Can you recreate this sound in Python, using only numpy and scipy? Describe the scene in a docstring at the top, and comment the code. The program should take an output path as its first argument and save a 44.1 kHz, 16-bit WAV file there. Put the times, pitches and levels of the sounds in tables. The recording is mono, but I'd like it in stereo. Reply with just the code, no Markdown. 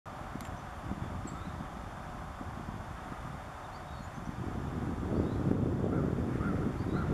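"""River bank: wind eddies buffet a camera microphone, lightly at first, then in a long gust.
The plastic shell rings with one quick cluster of clicks and with soft finger scuffs.
A far crow caws, small birds chirp and faint tones moan, all scattered by trunks and banks.
Behind them: far traffic, dry leaves, camera hiss and whine. A limiter ducks the hardest peaks."""
import sys
import numpy as np
from scipy import signal
from scipy.fft import rfft, irfft
from scipy.io import wavfile
from scipy.ndimage import uniform_filter1d

SR = 44100
rng = np.random.default_rng(int(sys.argv[2]) if len(sys.argv) > 2 else 0)


def transcribe(signal):
    """Save signal, clipped to [-1, 1], as a 16-bit WAV file at the path in sys.argv[1]."""
    frames = np.atleast_2d(signal).T
    limited = np.clip(frames, -1, 1)
    pcm = np.round(limited * 32767).astype(np.int16)
    wavfile.write(sys.argv[1], SR, pcm)


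N = 314433
TIME_S = np.arange(N) / SR
BINS_HZ = np.fft.rfftfreq(N, 1 / SR)

# Table levels are relative; each source applies its own gain.
# wind strength: breeze, lull, gust (time [s], level [dB])
WIND_LEVEL = [(.06, -36.5), (.52, -29.5), (.68, -39), (.88, -27.5), (1.9, -34), (2.72, -31.5),
              (2.92, -32.5), (3.33, -31), (3.62, -39), (3.97, -34), (4.13, -35), (4.42, -25.5),
              (4.75, -22.5), (4.99, -24), (5.08, -19.5), (5.15, -14.5), (5.33, -19.5), (5.58, -16),
              (5.75, -17), (5.95, -14.5), (6.1, -17), (6.36, -19.5), (6.56, -16.5), (6.83, -22),
              (6.96, -17.5), (7.05, -20.5), (7.13, -18.5)]
# rumble against the rest of the wind (time [s], level [dB])
RUMBLE_LEVEL = [(.06, -2.5), (1.0, 3.5), (3.4, 3), (4.5, 0.5), (5.15, 2), (6.0, 2), (6.5, 2.5), (7.13, 5)]
# slow turbulence at wind level -20 dB (frequency [Hz], density [dB])
RUMBLE_SPECTRUM = [(15, -6), (35, -13), (65, 3), (130, 1.5), (220, -8.5), (330, -17.5), (500, -21.5),
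                   (900, -59), (2000, -94)]
# small eddy at wind level -20 dB (frequency [Hz], density [dB])
EDDY_SPECTRUM = [(20, -55), (70, -8.5), (150, -2), (270, -3), (400, -8), (600, -18.5), (900, -41),
                 (2000, -83)]
# large eddies (time [s], level [dB], pitch [Hz])
BUFFETS = [(.357, -7.5, 218), (.417, -13.5, 180), (.548, -14.5, 135), (.916, -5.5, 189), (.981, -12, 180),
           (1.023, -7.5, 119), (1.105, -14, 170), (1.145, -16, 130), (1.192, -13, 105), (1.256, -8.5, 237),
           (1.338, -13.5, 200), (1.473, -10.5, 149), (1.484, -13, 145), (1.539, -15, 124), (1.61, -9, 165),
           (1.624, -14, 185), (1.771, -13, 180), (1.838, -15.5, 180), (1.977, -17, 150),
           (2.005, -17.5, 155), (2.149, -16, 185), (2.413, -10, 222), (2.598, -14, 247), (2.611, -16, 145),
           (2.69, -9, 162), (2.743, -13, 190), (2.752, -17.5, 110), (2.763, -14.5, 150), (3.123, -10, 227),
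           (3.307, -16.5, 145), (3.331, -17.5, 150), (3.352, -19, 175), (3.994, -16.5, 149),
           (4.008, -12.5, 152), (4.183, -12, 180), (4.275, -11.5, 176), (4.293, -7, 174), (4.386, -13, 160),
           (4.442, -12, 270), (4.485, -8, 230), (4.637, -12, 130), (4.78, -7, 185), (4.827, -8.5, 231),
           (5.032, -7.5, 220), (5.129, -5, 363), (5.143, -6, 230), (5.155, -7, 255), (5.167, -5, 350),
           (5.178, -3.5, 200), (5.2, 0.5, 264), (5.416, -6, 210), (5.471, -4, 171), (5.477, -2, 210),
           (5.5148, 2.5, 235), (5.553, -3.5, 215), (5.628, -3, 227), (5.661, -2, 230), (5.684, -5.5, 240),
           (5.805, -5, 165), (5.843, 0, 305), (5.866, -2.5, 373), (5.909, -6, 212), (5.948, -6, 350),
           (5.98, -5, 382), (6.007, -2.5, 225), (6.078, -10, 290), (6.185, -4, 252), (6.201, -4, 196),
           (6.357, -2.5, 262), (6.47, -5.5, 190), (6.605, -6, 205), (6.656, -5.5, 210), (6.709, -8, 220),
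           (6.952, -3, 243), (6.959, -4, 140), (6.973, -8, 149), (7.122, -4, 250)]
# shell clicks (time [s], level [dB], t60 [s], tilt [dB/octave], resonance [Hz])
CLICKS = [(.4078, -31, 0.0084, 3, 1900), (.4153, -46, .01, -1, 2100), (.4505, -42, 0.042, -3, 2900),
          (.4712, -49, 0.02, 0, 3300)]
# plastic shell (frequency [Hz], density [dB])
SHELL_SPECTRUM = [(500, -18), (1900, 12), (2800, 3), (5000, -0.5), (9000, 3), (12500, -3), (15000, -9)]
# finger strokes (time [s], length [s], level [dB])
SCUFFS = [(0.182, .05, -67), (.735, .1, -63.5), (2.82, .72, -69), (6.12, 0.57, -70)]
# high shell modes (frequency [Hz], level [dB], t60 [s])
SHELL_MODES = [(9300, 3, .005), (10600, -1, .004), (13000, -9, .005)]
# crow calls (time [s], length [s], level [dB])
CAWS = [(5.895, 0.13, -39), (6.386, 0.16, -38.5), (6.6, 0.07, -43), (6.914, 0.15, -39)]
# crow voice (harmonic number, level [dB])
CAW_HARMONICS = [(1, -11), (2, 0), (3, -17)]
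# thin peeps (time [s], length [s], mid pitch [Hz], level [dB])
PEEPS = [(0.413, 0.074, 7370, -56), (.565, 0.037, 6080, -57.5), (4.015, 0.061, 7000, -58.5),
         (4.136, 0.052, 6300, -59.5), (4.248, .036, 6000, -58)]
# bird whistles (time [s], length [s], start [Hz], middle [Hz], end [Hz], level [dB])
WHISTLES = [(1.0, 0.092, 3560, 3460, 3220, -61), (1.27, 0.026, 8350, 7520, 7540, -40.5),
            (3.636, .032, 3950, 3650, 3420, -58), (3.712, 0.073, 3900, 4500, 4950, -57.5),
            (3.838, 0.197, 3810, 3740, 3720, -61.5), (3.913, 0.15, 4700, 4300, 4230, -59.5)]
# two rising notes (offset [s], length [s], start [Hz], middle [Hz], end [Hz], level [dB])
SONG_NOTES = [(0, 0.066, 4130, 4510, 4840, 0.5), (0.097, 0.14, 3716, 3785, 4420, 3)]
# song repeats (time [s], level [dB], pitch shift [Hz])
SONG_REPEATS = [(1.255, -62.5, -90), (5.13, -63.5, 21), (6.773, -60.5, 82)]
# far moans (time [s], length [s], start [Hz], middle [Hz], end [Hz], level [dB])
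MOANS = [(1.03, .52, 1090, 1270, 1360, -53), (2.88, .5, 1290, 1250, 1230, -54)]
# far traffic (frequency [Hz], density [dB])
TRAFFIC_SPECTRUM = [(20, -5), (80, 4), (200, -4.5), (330, -2.5), (480, -7.5), (600, 1), (680, -1), (735, 5),
                    (820, -0.5), (1250, -2), (1600, -8.5), (2300, -18.5), (3300, -22.5), (7000, -50)]
# left-right likeness of the traffic (frequency [Hz], coherence [0..1])
TRAFFIC_COHERENCE = [(100, 0.97), (500, 0.15), (750, 0.4), (1250, 0.91), (2000, 0.33), (3500, 0.14)]
# leaf rustle (time [s], level [dB])
LEAF_LEVEL = [(0, -60), (1.4, -59.5), (2.7, -61.5), (3.15, -55), (3.6, -59.5), (4.5, -59.5), (5.8, -62),
              (6.4, -53), (6.9, -56.5), (7.13, -56)]
# dry leaves and twigs (frequency [Hz], density [dB])
LEAF_SPECTRUM = [(600, -22), (1500, 11), (2300, 3.5), (3300, -13), (6000, -16), (12000, -23), (16000, -41)]
# microphone hiss (frequency [Hz], density [dB])
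HISS_SPECTRUM = [(100, -14), (2800, 2.5), (3650, 11), (3950, -10.5), (4200, 3), (6000, 3), (7550, 1),
                 (7950, -7), (8200, -1), (11200, -3.5), (13500, -10), (15000, -30)]
# camera whine (frequency [Hz], level [dB])
WHINE_TONES = [(7504, -80), (7612, -86), (13485, -95)]


def amp(db):
    """dB to gain."""
    return 10 ** (np.asarray(db) / 20)


def unit(x):
    """Scale to rms 1."""
    return x / np.sqrt(np.mean(x ** 2) + 1e-20)


def over_time(rows):
    """Interpolate (time [s], value) rows."""
    return np.interp(TIME_S, *np.transpose(rows))


def over_bins(rows):
    """Interpolate (frequency [Hz], value) rows on a log axis."""
    hz, value = np.transpose(rows)
    return np.interp(np.log(BINS_HZ + 1), np.log(np.sort(hz) + 1), value)


def colour(x, spectrum):
    """Filter by a spectrum; rms 1."""
    return unit(irfft(rfft(x) * amp(over_bins(spectrum)), N))


def drift(rate_hz, size=N):
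    """Random knots at rate_hz, joined linearly."""
    knots = rng.standard_normal(N // 8)
    return np.interp(np.arange(size) / SR * rate_hz, np.arange(len(knots)), knots)


def add(mix, at_s, sound):
    """Mix in place."""
    part = mix[..., max(round(at_s * SR), 0):][..., :sound.shape[-1]]
    part += sound[..., :part.shape[-1]]


def stereo_noise(spectrum, coherence):
    """Coloured noise, partly coherent channels; rms 1."""
    left, other = rfft(rng.standard_normal((2, N)))
    right = coherence * left + np.sqrt(1 - coherence ** 2) * other
    return unit(irfft(np.array([left, right]) * amp(over_bins(spectrum)), N))


def pan(left_db):
    """Channel gains for a left-minus-right level."""
    return amp(np.array([[left_db], [-left_db]]) / 2)


def wind(rumble_db=-3.0, eddy_db=-3.5, base_eddies_per_s=150, in_phase_gain=.14):
    """Turbulence carried past the ports: faster is louder and higher."""
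    level_db = over_time(WIND_LEVEL)
    speed_ratio = amp(.3 * (level_db + 20))
    travel = np.cumsum(speed_ratio) % N
    rumble_gain = amp(rumble_db + over_time(RUMBLE_LEVEL))
    flows = []
    for _ in range(2):
        size_db = 3.5 * np.minimum(rng.exponential(1, N), 2.4) + 1.8 * drift(24)  # uneven, clumped
        kicks = amp(size_db) * rng.choice([-1, 1], N) * (rng.random(N) < base_eddies_per_s / SR)
        eddies = signal.hilbert(colour(kicks, EDDY_SPECTRUM)).imag  # each swings both ways
        rumble = colour(rng.standard_normal(N), RUMBLE_SPECTRUM)
        eddies, rumble = (np.interp(travel, np.arange(N), part) for part in (eddies, rumble))
        flows.append(amp(eddy_db) * eddies * pan(3.05) + rumble_gain * rumble * pan(-1.57))
    # pressure between the close ports drives the channels in antiphase
    pressure = amp(level_db) * (flows[0] * [[1], [-1]] + in_phase_gain * flows[1])
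    strength = uniform_filter1d(abs(pressure[0]), size=240)
    return pressure / np.hypot(1, strength / .5)  # strongest eddies level off


def buffets(flow, width_cycles=.27, lean_cycles=.11, wake_db=-11.5, wake_s=.0089):
    """Large eddies sweep the flow aside: push, sharper pull, weaker eddy in the wake."""
    pulses, swept = np.zeros((2, N))
    t = np.arange(-SR // 16, SR // 16) / SR
    for at_s, db, hz in BUFFETS:
        start_s = at_s + t[0]
        envelope = 1 / np.cosh(hz * t / width_cycles)
        swing = -np.sin(2 * np.pi * (hz * t + lean_cycles * rng.uniform(.73, 1.4))) * envelope
        add(pulses, start_s, amp(db) * swing)
        add(pulses, start_s + wake_s * rng.uniform(.45, 2.015), amp(db + wake_db) * swing)
        add(swept, start_s, np.sqrt(envelope))
    right = -.78 * pulses / np.hypot(1, pulses / 1.3)  # sheltered port: inverted, compressed
    return flow * (1 - .65 * np.minimum(swept, 1)) + np.array([1.02 * pulses, right])


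def clicks(ring_db=5.0, ring_octaves=.3):
    """Dry ticks in the plastic shell, one resonance each, nearer the right port."""
    out, t = np.zeros((2, N)), TIME_S[:4096]
    hz = np.fft.rfftfreq(len(t), 1 / SR) + 1
    octaves = np.log2(hz / 5000 + .1)
    shell = stereo_noise(SHELL_SPECTRUM, coherence=.12)
    for k, (at_s, db, t60_s, db_per_octave, ring_hz) in enumerate(CLICKS):
        resonance_db = ring_db * np.exp(-(np.log2(hz / ring_hz) / ring_octaves) ** 2)
        burst = shell[:, k * len(t):(k + 1) * len(t)]
        ring = unit(irfft(rfft(burst) * amp(db_per_octave * octaves + resonance_db)))
        add(out, at_s, ring * amp(db - 60 * t / t60_s))
    return out * pan(-4.5)


def scuffs(slips_per_s=900, clump_db=4.0):
    """A finger creeps over the shell: clumped micro-slips ring its high modes."""
    stroke, t, modes = np.zeros(N), TIME_S[:512], np.zeros((2, N))
    for at_s, length_s, db in SCUFFS:
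        add(stroke, at_s, amp(db) * signal.windows.tukey(round(length_s * SR), .7))
    for hz, db, t60_s in SHELL_MODES:
        slips = rng.standard_normal((2, N)) * (rng.random(N) < slips_per_s / SR)
        slips *= amp(clump_db * drift(45))
        ring = np.sin(2 * np.pi * hz * t) * amp(-60 * t / t60_s)
        modes += amp(db) * unit(signal.oaconvolve(slips, ring[None], axes=1)[:, :N])
    widened = unit(modes - .4 * modes[::-1])
    return stroke * widened * pan(-2.7)


def glides(notes, jitter, jitter_hz, rasp):
    """Tones arching through three pitches; jitter shakes pitch, rasp shakes amplitude."""
    out = np.zeros(N)
    for at_s, length_s, start_hz, middle_hz, end_hz, db in notes:
        size = round(length_s * SR)
        arch = np.polyfit([0, .5, 1], [start_hz, middle_hz, end_hz], 2)
        hz = np.polyval(arch, np.linspace(0, 1, size)) * (1 + jitter * drift(jitter_hz, size))
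        tone = np.sin(2 * np.pi * np.cumsum(hz) / SR) * (1 + rasp * drift(jitter_hz, size))
        add(out, at_s, amp(db) * unit(tone) * signal.windows.tukey(size, .6))
    return out


def woods(x, t60_s, wet_db):
    """Trunks and banks scatter a far sound into a dull stereo tail."""
    taps = rng.standard_normal((2, SR)) * (rng.random((2, SR)) < .05)
    taps *= amp(-60 * TIME_S[:SR] / t60_s)
    taps /= np.linalg.norm(taps, axis=1, keepdims=True)
    taps = signal.lfilter(*signal.butter(2, 5500, fs=SR), taps)
    return x + amp(wet_db) * signal.fftconvolve(x[None], taps, axes=1)[:, :N]


def crow(low_hz=500, top_hz=700, gain_db=-5.5):
    """Hoarse caws: three harmonics arch up and back."""
    notes = [(at_s, length_s, k * low_hz, k * top_hz, k * low_hz, db + harmonic_db)
             for at_s, length_s, db in CAWS for k, harmonic_db in CAW_HARMONICS]
    voice = glides(notes, jitter=.034, jitter_hz=380, rasp=.75)
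    return amp(gain_db) * woods(voice, t60_s=.85, wet_db=-3)


def chirps(gain_db=-5.5):
    """Nearer birds: arched peeps and gliding whistles."""
    peeps = [(at_s, length_s, .86 * hz, hz, .93 * hz, db) for at_s, length_s, hz, db in PEEPS]
    voice = glides(peeps + WHISTLES, jitter=.009, jitter_hz=400, rasp=.45)
    return amp(gain_db) * woods(voice, t60_s=.45, wet_db=0)


def birdsong(gain_db=-5.5):
    """One bird repeats two upslurs, shifted in pitch each time."""
    notes = [(at_s + offset_s, length_s, *np.add(pitches_hz, shift_hz), db + note_db)
             for at_s, db, shift_hz in SONG_REPEATS
             for offset_s, length_s, *pitches_hz, note_db in SONG_NOTES]
    voice = glides(notes, jitter=.011, jitter_hz=500, rasp=.5)
    return amp(gain_db) * woods(voice, t60_s=.65, wet_db=1)


def moans(gain_db=-2.0):
    """Faint wavering tones from across the water."""
    voice = glides(MOANS, jitter=.0218, jitter_hz=110.3, rasp=.3)
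    return amp(gain_db) * woods(voice, t60_s=.67, wet_db=0)


def traffic(start_db=-44, fade_db_per_s=.19):
    """Far traffic murmur, slowly receding."""
    murmur = stereo_noise(TRAFFIC_SPECTRUM, over_bins(TRAFFIC_COHERENCE))
    return murmur * amp(start_db - fade_db_per_s * TIME_S + .5 * drift(8.2))


def leaves(flutter_db=1.5):
    """Breeze stirs dry leaves and twigs."""
    rustle = stereo_noise(LEAF_SPECTRUM, coherence=.55)
    return rustle * amp(over_time(LEAF_LEVEL) + flutter_db * drift(25))


def camera_noise(hiss_db=-61.0, wander_hz=22):
    """Thin camera whine over microphone hiss."""
    whine = np.zeros(N)
    for hz, db in WHINE_TONES:
        cycles = np.cumsum(hz + wander_hz * drift(60)) / SR
        whine += amp(db) * unit(np.sin(2 * np.pi * cycles))
    return whine + amp(hiss_db) * stereo_noise(HISS_SPECTRUM, coherence=.046)


def scene():
    """Stereo sum at the microphone."""
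    gusts = buffets(wind())
    background = (traffic() + leaves()) * pan(1.4) + camera_noise()
    calls = birdsong() + chirps() + crow() + moans()
    return gusts + clicks() + scuffs() + calls + background


def record(dry, ceiling_db=-.3, step_db=.45, recovery_db_per_s=2.0, mute_s=.057, cutoff_hz=14850):
    """15 Hz low cut, limiter (instant steps down, slow recovery), muted start, low-pass."""
    dry = signal.sosfiltfilt(signal.butter(2, 15, "high", fs=SR, output="sos"), dry)
    over_db = np.maximum(20 * np.log10(abs(dry).max(0) + 1e-9) - ceiling_db, 0)
    over_db = np.ceil(over_db / step_db) * step_db
    recovery_db = recovery_db_per_s * TIME_S
    cut_db = np.maximum.accumulate(over_db + recovery_db) - recovery_db
    limited = dry * amp(-cut_db) * (TIME_S > mute_s)
    lowpass = signal.firwin(255, cutoff_hz, window=("kaiser", 8), fs=SR)
    return signal.oaconvolve(limited, lowpass[None], "same")


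dry = scene()
out = record(dry)
transcribe(out)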